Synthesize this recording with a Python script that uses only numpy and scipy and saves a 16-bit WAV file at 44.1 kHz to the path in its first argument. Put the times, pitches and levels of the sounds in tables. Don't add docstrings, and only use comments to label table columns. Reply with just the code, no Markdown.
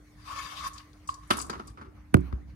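import sys
import numpy as np
from scipy import signal
from scipy.fft import rfft, irfft, next_fast_len
from scipy.io import wavfile
from scipy.ndimage import uniform_filter1d, map_coordinates

SR = 44100
rng = np.random.default_rng(int(sys.argv[2]) if len(sys.argv) > 2 else 0)


def file_out(sig):
    cols = np.atleast_2d(sig).T
    lim = np.clip(cols, -1, 1)
    pcm = np.round(lim * 32767).astype(np.int16)
    wavfile.write(sys.argv[1], SR, pcm)


def to_linear_factor(level_db):
    exponent = np.asarray(level_db, float) / 20
    return 10 ** exponent


N = 112454
TIME_S = np.arange(N) / SR


def unit(x):
    return x / np.sqrt(np.mean(x ** 2) + 1e-20)


def along(points, hz):
    f, v = np.transpose(points)
    return np.interp(np.log(hz + 1), np.log(f + 1), v)


def curve(rows):
    s, db = np.transpose(rows)
    return to_linear_factor(np.interp(TIME_S, s, db, -120, -120))


def wobble(rate_hz):
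    knots = rng.standard_normal(int(N * rate_hz / SR) + 4)
    return map_coordinates(knots, [np.arange(N) * rate_hz / SR])


def filtered(x, response):
    n = x.shape[-1]
    m = next_fast_len(n + 8192)
    return irfft(rfft(x, m) * response(np.fft.rfftfreq(m, 1 / SR)), m)[..., :n]


def resonant(peaks):
    def response(f):
        total = 0
        for k, (hz, width_hz, db) in enumerate(peaks):
            band = 1j * f * width_hz
            total = total + (-1) ** k * to_linear_factor(db) * band / (hz * hz - f * f + band)
        return total
    return response


def squared(hz, width_hz):
    return lambda f: resonant([(hz, width_hz, 0)])(f) ** 2


def shaped(points):
    return lambda hz: to_linear_factor(along(points, hz))


# freq_hz, likeness_0_to_1
LIKENESS = [(60, 1), (300, 0.82), (1000, 0.32), (4000, 0.062), (10000, 0.13), (12000, 0.64)]


def pair(n, lag_s=0, close=0):
    def mid_side(hz):
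        likeness = close + (1 - close) * along(LIKENESS, hz)
        turn = np.arccos(np.clip(likeness, -1, 1)) / 2
        return np.array([np.cos(turn), np.sin(turn)])
    mid, side = filtered(rng.standard_normal((2, n)), mid_side)
    return np.array([np.roll(mid + side, round(lag_s * SR)), mid - side])


def rush(response, patchy_db):
    z = signal.stft(pair(N), nperseg=512)[2]
    field = rng.standard_normal(z.shape[1:])
    field = uniform_filter1d(field, size=6, axis=0)
    field = uniform_filter1d(field, size=8, axis=1)
    noise = signal.istft(z * to_linear_factor(patchy_db * unit(field)), nperseg=512)[1][:, :N]
    return unit(filtered(noise, response))


def add(out, start_s, peak_db, t60_s, pan_db, response, attack_s):
    lag_s, close, grit_db = 0.0004, 0.61, 3
    t = np.arange(SR // 4) / SR
    noise = pair(len(t), lag_s, close)
    grit = np.repeat(rng.standard_normal(len(t)), 30)[:len(t)]
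    decay = to_linear_factor(grit_db * grit - 60 * t / max(t60_s, 0.003))
    x = filtered(noise * decay * (1 - np.exp(-t / attack_s)), response)
    x *= to_linear_factor([[peak_db + pan_db / 2], [peak_db - pan_db / 2]]) / np.abs(x).max(1, keepdims=True)
    k = round(start_s * SR)
    out[:, k:k + len(t)] += x[:, :N - k]


# time_s, level_db
RUMBLE_SWELL = [(0, -55.5), (.4, -54), (.65, -50.5), (.9, -56), (1.5, -49), (1.9, -52), (2.55, -48)]
# freq_hz, density_db
RUMBLE_SPECTRUM = [(12, -57), (20, -42), (54, 2.5), (70, -1), (114, -8), (141, -9.5), (260, -19.5),
                   (340, -43), (570, -120)]


def rumble():
    return curve(RUMBLE_SWELL) * to_linear_factor(2.0 * wobble(20)) * rush(shaped(RUMBLE_SPECTRUM), patchy_db=-0.9)


# freq_hz, rms_db
MAINS = [(300, -62.5)]


def hum():
    out = np.zeros((2, N))
    for hz, rms_db in MAINS:
        level = to_linear_factor(rms_db + 3.5 + 0.15 * wobble(22.0))
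        phase = 0.074 * wobble(7.2) + np.array([[0], [0.5]])
        out += level * np.sin(2 * np.pi * hz * TIME_S + phase)
    return out


# freq_hz, density_db
AIR_SPECTRUM = [(150, -62), (250, -5), (900, -12), (2200, -11.5), (2700, -23), (4700, -22), (10000, -25.5),
                (12000, -31.5), (16000, -29)]


def air():
    level_db, turn_s, turn_db = -63, 1.68, -7
    turned = 1 / (1 + np.exp((turn_s - TIME_S) / 0.034))
    return to_linear_factor(level_db + turn_db * turned) * rush(shaped(AIR_SPECTRUM), patchy_db=3.5)


# time_s, level_db
CLOTH_SETTLING = [(1.74, -73), (1.82, -75), (1.94, -67), (1.96, -63), (2.1, -69.5), (2.22, -59.5),
                  (2.27, -53), (2.31, -62.5), (2.46, -70), (2.5, -61), (2.55, -69)]
# freq_hz, density_db
CLOTH_SPECTRUM = [(300, 0), (800, 4.5), (2200, -1), (3200, -11), (5500, -15.5), (7500, -28), (15000, -21)]


def cloth():
    return curve(CLOTH_SETTLING) * rush(shaped(CLOTH_SPECTRUM), patchy_db=3.5)


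# start_s, wave_db, wave_crest_s (after start), ring_db
WINDOW_BLOWS = [
    (1.302, -23, 0.0034, -33),
    (2.129, -26.5, 0.014, -56),
    (2.1415, -3, 0.0065, -13),
    (2.326, -32.5, 0.0067, -37),
]
# freq_hz, level_db, t60_s
PANE_MODES = [(63.9, -10.5, 0.9), (81.4, 6.5, 0.15), (133.5, 0, 0.17), (174.2, -4, 0.28),
              (268.6, -4.5, 0.24), (311, -2, 0.19), (367, 0, 0.17)]


def thuds():
    pan_db, left_lag_s = -6.5, 0.001
    turns, first_crest_s = 1.45, 0.004
    out = np.zeros((2, N + SR))
    t = np.maximum(np.arange(SR) / SR - np.array([[left_lag_s], [0]]), 1e-6)
    for start_s, wave_db, crest_s, ring_db in WINDOW_BLOWS:
        u = t / crest_s
        swell = (u * np.exp((1 - u ** 2) / 2)) ** 0.78 * (1 - np.exp(-(u / 0.39) ** 4))
        wave = swell * np.cos(2 * np.pi * turns * np.log(t / first_crest_s))
        ring = sum(to_linear_factor(db - 60 * t / t60_s) * np.sin(2 * np.pi * hz * t) for hz, db, t60_s in PANE_MODES)
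        ring = ring * (1 - np.exp(-(u / 3.5) ** 2))
        k = round(start_s * SR)
        out[:, k:k + SR] += to_linear_factor(wave_db) * wave + to_linear_factor(ring_db) * ring
    return out[:, :N] * to_linear_factor([[pan_db], [0]])


def rebound():
    start_s, level_db, hz, t60_s, pan_db = 2.3305, -18, 63, 0.14, 2
    u = np.maximum(TIME_S - start_s, 0)
    onset = 1 - np.exp(-(u / 0.007) ** 2)
    flex = to_linear_factor(level_db - 60 * u / t60_s) * onset * np.cos(2 * np.pi * hz * u)
    return flex * to_linear_factor([[pan_db / 2], [-pan_db / 2]])


# start_s, peak_db, t60_s
TIP_CRACK = (2.1415, -8, 0.015)
# freq_hz, width_hz, level_db
ROD_MODES = [(1095, 370, 2.5), (1490, 430, 0), (2350, 390, -6), (5500, 1700, -21), (8900, 3000, -15)]


def rod():
    out = np.zeros((2, N))
    tip = lambda f: resonant(ROD_MODES)(f) / (1 + (f / 4000) ** 2) ** 0.5
    add(out, *TIP_CRACK, 0.5, tip, attack_s=0.00077)
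    add(out, TIP_CRACK[0], -22, 0.06, 1.5, squared(500, 350), attack_s=0.0085)
    return out


def end_stop(out):
    add(out, 1.3055, -16, 0.035, 4, squared(3200, 1300), attack_s=0.006)


# start_s, peak_db, t60_s, left_minus_right_db
RAIL_PINGS = [
    (1.352, -40.5, 0.025, 8),
    (1.404, -36.5, .02, 5),
    (1.442, -43.5, 0.028, -1),
    (1.534, -36.5, 0.028, -1.5),
    (1.678, -52, 0.045, 6.5),
    (.275, -43.5, 0.025, 1),
    (0.6647, -33, 0.018, -7),
    (1.0886, -26, 0.02, 0.5),
    (1.2326, -53, 0.015, 2.5),
    (1.3853, -32.5, 0.0096, 3),
]


def pings(out):
    modes = resonant([(1100, 130, 8), (1230, 163, 0), (2900, 2000, -16)])
    rail = lambda f: modes(f) * squared(1500, 1800)(f)
    for start_s, peak_db, t60_s, pan_db in RAIL_PINGS:
        add(out, start_s, peak_db + 6.5, t60_s, pan_db, rail, attack_s=0.0006)


# start_s, peak_db, t60_s, centre_hz, left_minus_right_db
GLIDER_TICKS = [(0.673, -35, 0.06, 11200, -6), (0.7327, -40.5, 0.12, 6400, 4.5),
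                (0.7793, -37, 0.033, 4100, 9.5), (0.9298, -55, 0.039, 4250, 15.5),
                (1.0733, -36, 0.18, 6770, 6), (1.0951, -45, 0.11, 4420, 12.5),
                (1.1412, -40, 0.033, 5800, 9), (1.273, -53, 0.12, 9200, -4.0),
                (1.3036, -25, 0.055, 5370, 9), (1.3036, -26.5, .09, 9900, -8), (1.331, -37, .05, 7800, 6),
                (1.336, -39, 0.066, 4700, 1), (1.3688, -29.5, 0.028, 9900, -6),
                (1.371, -32, 0.023, 5970, 2), (1.379, -32, 0.018, 9200, -6),
                (1.399, -33.5, 0.054, 5100, 12), (1.4235, -40, 0.012, 10400, -11),
                (1.388, -28, 0.07, 7400, 7.5), (1.4131, -27, 0.052, 7400, 8),
                (1.4225, -33.5, 0.029, 5240, 6), (1.465, -43.5, 0.024, 8100, -13),
                (1.4984, -31, 0.034, 4750, 8.5), (1.496, -43, 0.014, 10700, -12),
                (1.512, -55.5, 0.018, 9700, -3), (1.529, -48, 0.029, 5100, 2),
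                (1.595, -58, 0.028, 4870, 16), (1.672, -42, 0.033, 8200, -3.5),
                (1.675, -47, 0.093, 5500, 13), (1.698, -55, 0.051, 8590, -5),
                (2.169, -47, 0.0093, 9300, -11), (2.207, -53, 0.0087, 7900, -2)]
# freq_hz, width_hz, level_db
GLIDER_MODES = [(4750, 37, -5), (6240, 76, -32), (6700, 29, -7), (7764, 160, 0), (9120, 77, -0.5),
                (10170, 77, -4), (11100, 55, -24)]


def ticks(out):
    dull_hz = 14500
    for start_s, peak_db, t60_s, hz, pan_db in GLIDER_TICKS:
        band = squared(hz, 0.6 * hz)
        body = lambda f: (resonant(GLIDER_MODES)(f) + 0.21) * band(f) / (1 + (f / dull_hz) ** 6)
        add(out, start_s, peak_db + 1.5, t60_s, pan_db, body, attack_s=0.00089)


# start_s, peak_db, t60_s,
# body_db, left_minus_right_db
KNOCK_BLOWS = [(1.306, -10.5, 0.04, -16, -3.5), (1.31, -17, 0.039, -11.5, 6), (1.334, -35, 0.32, -8, -2),
               (1.496, -23, 0.095, -13, -1), (1.529, -29, 0.15, -14, -1.5),
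               (1.553, -31.5, 0.046, -10, -4), (1.595, -27.5, 0.071, -13.5, 1),
               (1.773, -38.5, 0.21, -11, -1.5), (1.812, -35.5, 0.11, -9.5, 2.5),
               (1.845, -45.5, 0.2, -3, 0), (2.166, -33.5, 0.027, 6, 4.5), (2.264, -61, 0.071, -12, 1),
               (2.326, -34, 0.025, -2, 8)]
# freq_hz, density_db
CLACK_SPECTRUM = [(260, -52), (380, -6), (680, -10.5), (1300, 3), (1760, -9.5), (3050, -21.5),
                  (3730, -22.5), (4970, -25.5), (14000, -45)]
# freq_hz, width_hz, level_db
PELMET_MODES = [(223, 68, 3.5), (381, 95, 1)]


def knocks(out):
    for start_s, peak_db, t60_s, body_db, pan_db in KNOCK_BLOWS:
        add(out, start_s, peak_db - 0.5, t60_s, pan_db, shaped(CLACK_SPECTRUM), attack_s=0.00074)
        pelmet_db = peak_db + body_db + 2.5
        add(out, start_s, pelmet_db, 1.56 * t60_s, pan_db, resonant(PELMET_MODES), attack_s=0.00086)


def contacts():
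    out = np.zeros((2, N))
    end_stop(out)
    pings(out)
    ticks(out)
    knocks(out)
    return out


def glider_hiss():
    centre_s, half_length_s, level_db = 0.582, 0.028, -46
    swell = np.exp(-((TIME_S - centre_s) / half_length_s) ** 2)
    return to_linear_factor(level_db) * swell * rush(squared(3500, 1800), patchy_db=1.5)


# time_s, level_db
RUB_STRENGTH = [(.17, -66), (.24, -57), (.29, -45), (.39, -41), (.5, -43), (.59, -41.5), (.68, -38.5),
                (.7, -54.5), (.75, -60), (.765, -51.5), (.8, -53.5), (.87, -68), (1.21, -75), (1.235, -59),
                (1.285, -63.5), (1.33, -38), (1.46, -60), (1.72, -65.5)]
# freq_hz, density_db
RUB_SPECTRUM = [(290, -51), (500, -23), (919, -19), (1130, 0.5), (1480, -14.5), (4730, -21), (10700, -28),
                (14700, -39), (16000, -59)]
# freq_hz, width_hz, level_db
RAIL_MODES = [(1105, 9.8, 5), (1751, 23, -8), (2196, 84, -16), (2705, 36, -19), (3120, 64, -22.5),
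              (3620, 47, -18), (4735, 70, -16.5), (5730, 160, -18.5), (7280, 530, -22.5),
              (1036, 43, -6.5), (1175, 140, -14.5)]
# freq_hz, left_minus_right_db
TRACK_PAN = [(1300, 1), (2400, 8.5), (4400, 13.5), (8000, 4.5), (12000, -7.5)]


def slide():
    rub_db, sing_db, chatter_db = -2.5, -2, 3
    sing_grows = 1.22
    strength = curve(RUB_STRENGTH)
    rub = to_linear_factor(rub_db + 2.2 * wobble(60.8)) * rush(shaped(RUB_SPECTRUM), patchy_db=3.0)
    sing = to_linear_factor(sing_db + chatter_db * wobble(45.75))
    sing = sing * rush(resonant(sorted(RAIL_MODES)), patchy_db=-3.0)
    sing *= (strength / strength.max()) ** (sing_grows - 1)
    pan = lambda hz: to_linear_factor(along(TRACK_PAN, hz) * np.array([[0.5], [-0.5]]))
    return filtered(strength * (rub + sing) + glider_hiss(), pan)


# freq_hz, t60_s
ROOM_DECAY = [(200, 0.95), (2000, 0.25), (10000, 0.32)]


def room(x):
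    hz, t, z = signal.stft(rng.standard_normal((2, SR // 2)), SR, nperseg=256)
    decay = to_linear_factor(-60 * t / along(ROOM_DECAY, hz)[:, None])
    tail = signal.istft(z * decay, SR, nperseg=256)[1]
    delayed = np.pad(x, ((0, 0), (300, 0)))
    return signal.fftconvolve(delayed, tail / np.linalg.norm(tail[0]), axes=1)[:, :N]


def scene():
    room_db, tip_send_db = -12.5, -17
    background = hum() + rumble() + cloth() + air()
    tip = rod()
    track = slide() + contacts()
    answer = to_linear_factor(room_db) * room(track + to_linear_factor(tip_send_db) * tip)
    return track + tip + answer + thuds() + rebound() + background


# freq_hz, width_hz, depth_0_to_1
PORT_NOTCHES = [(7480, 356, 0.81), (9080, 110, 0.8)]


def ports(hz):
    gain = (hz < 16350) / (1 + (hz / 15000) ** 8)
    for centre_hz, width_hz, depth in PORT_NOTCHES:
        gain = gain * (1 - np.clip(depth, 0, 1) * np.exp(-((hz - centre_hz) / width_hz) ** 2))
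    return gain


def top_cut(x):
    return signal.sosfilt(signal.butter(12, 16370, fs=SR, output="sos"), x)


def record(dry):
    mix = filtered(dry, ports)
    return top_cut(mix)


dry = scene()
out = record(dry)
file_out(out)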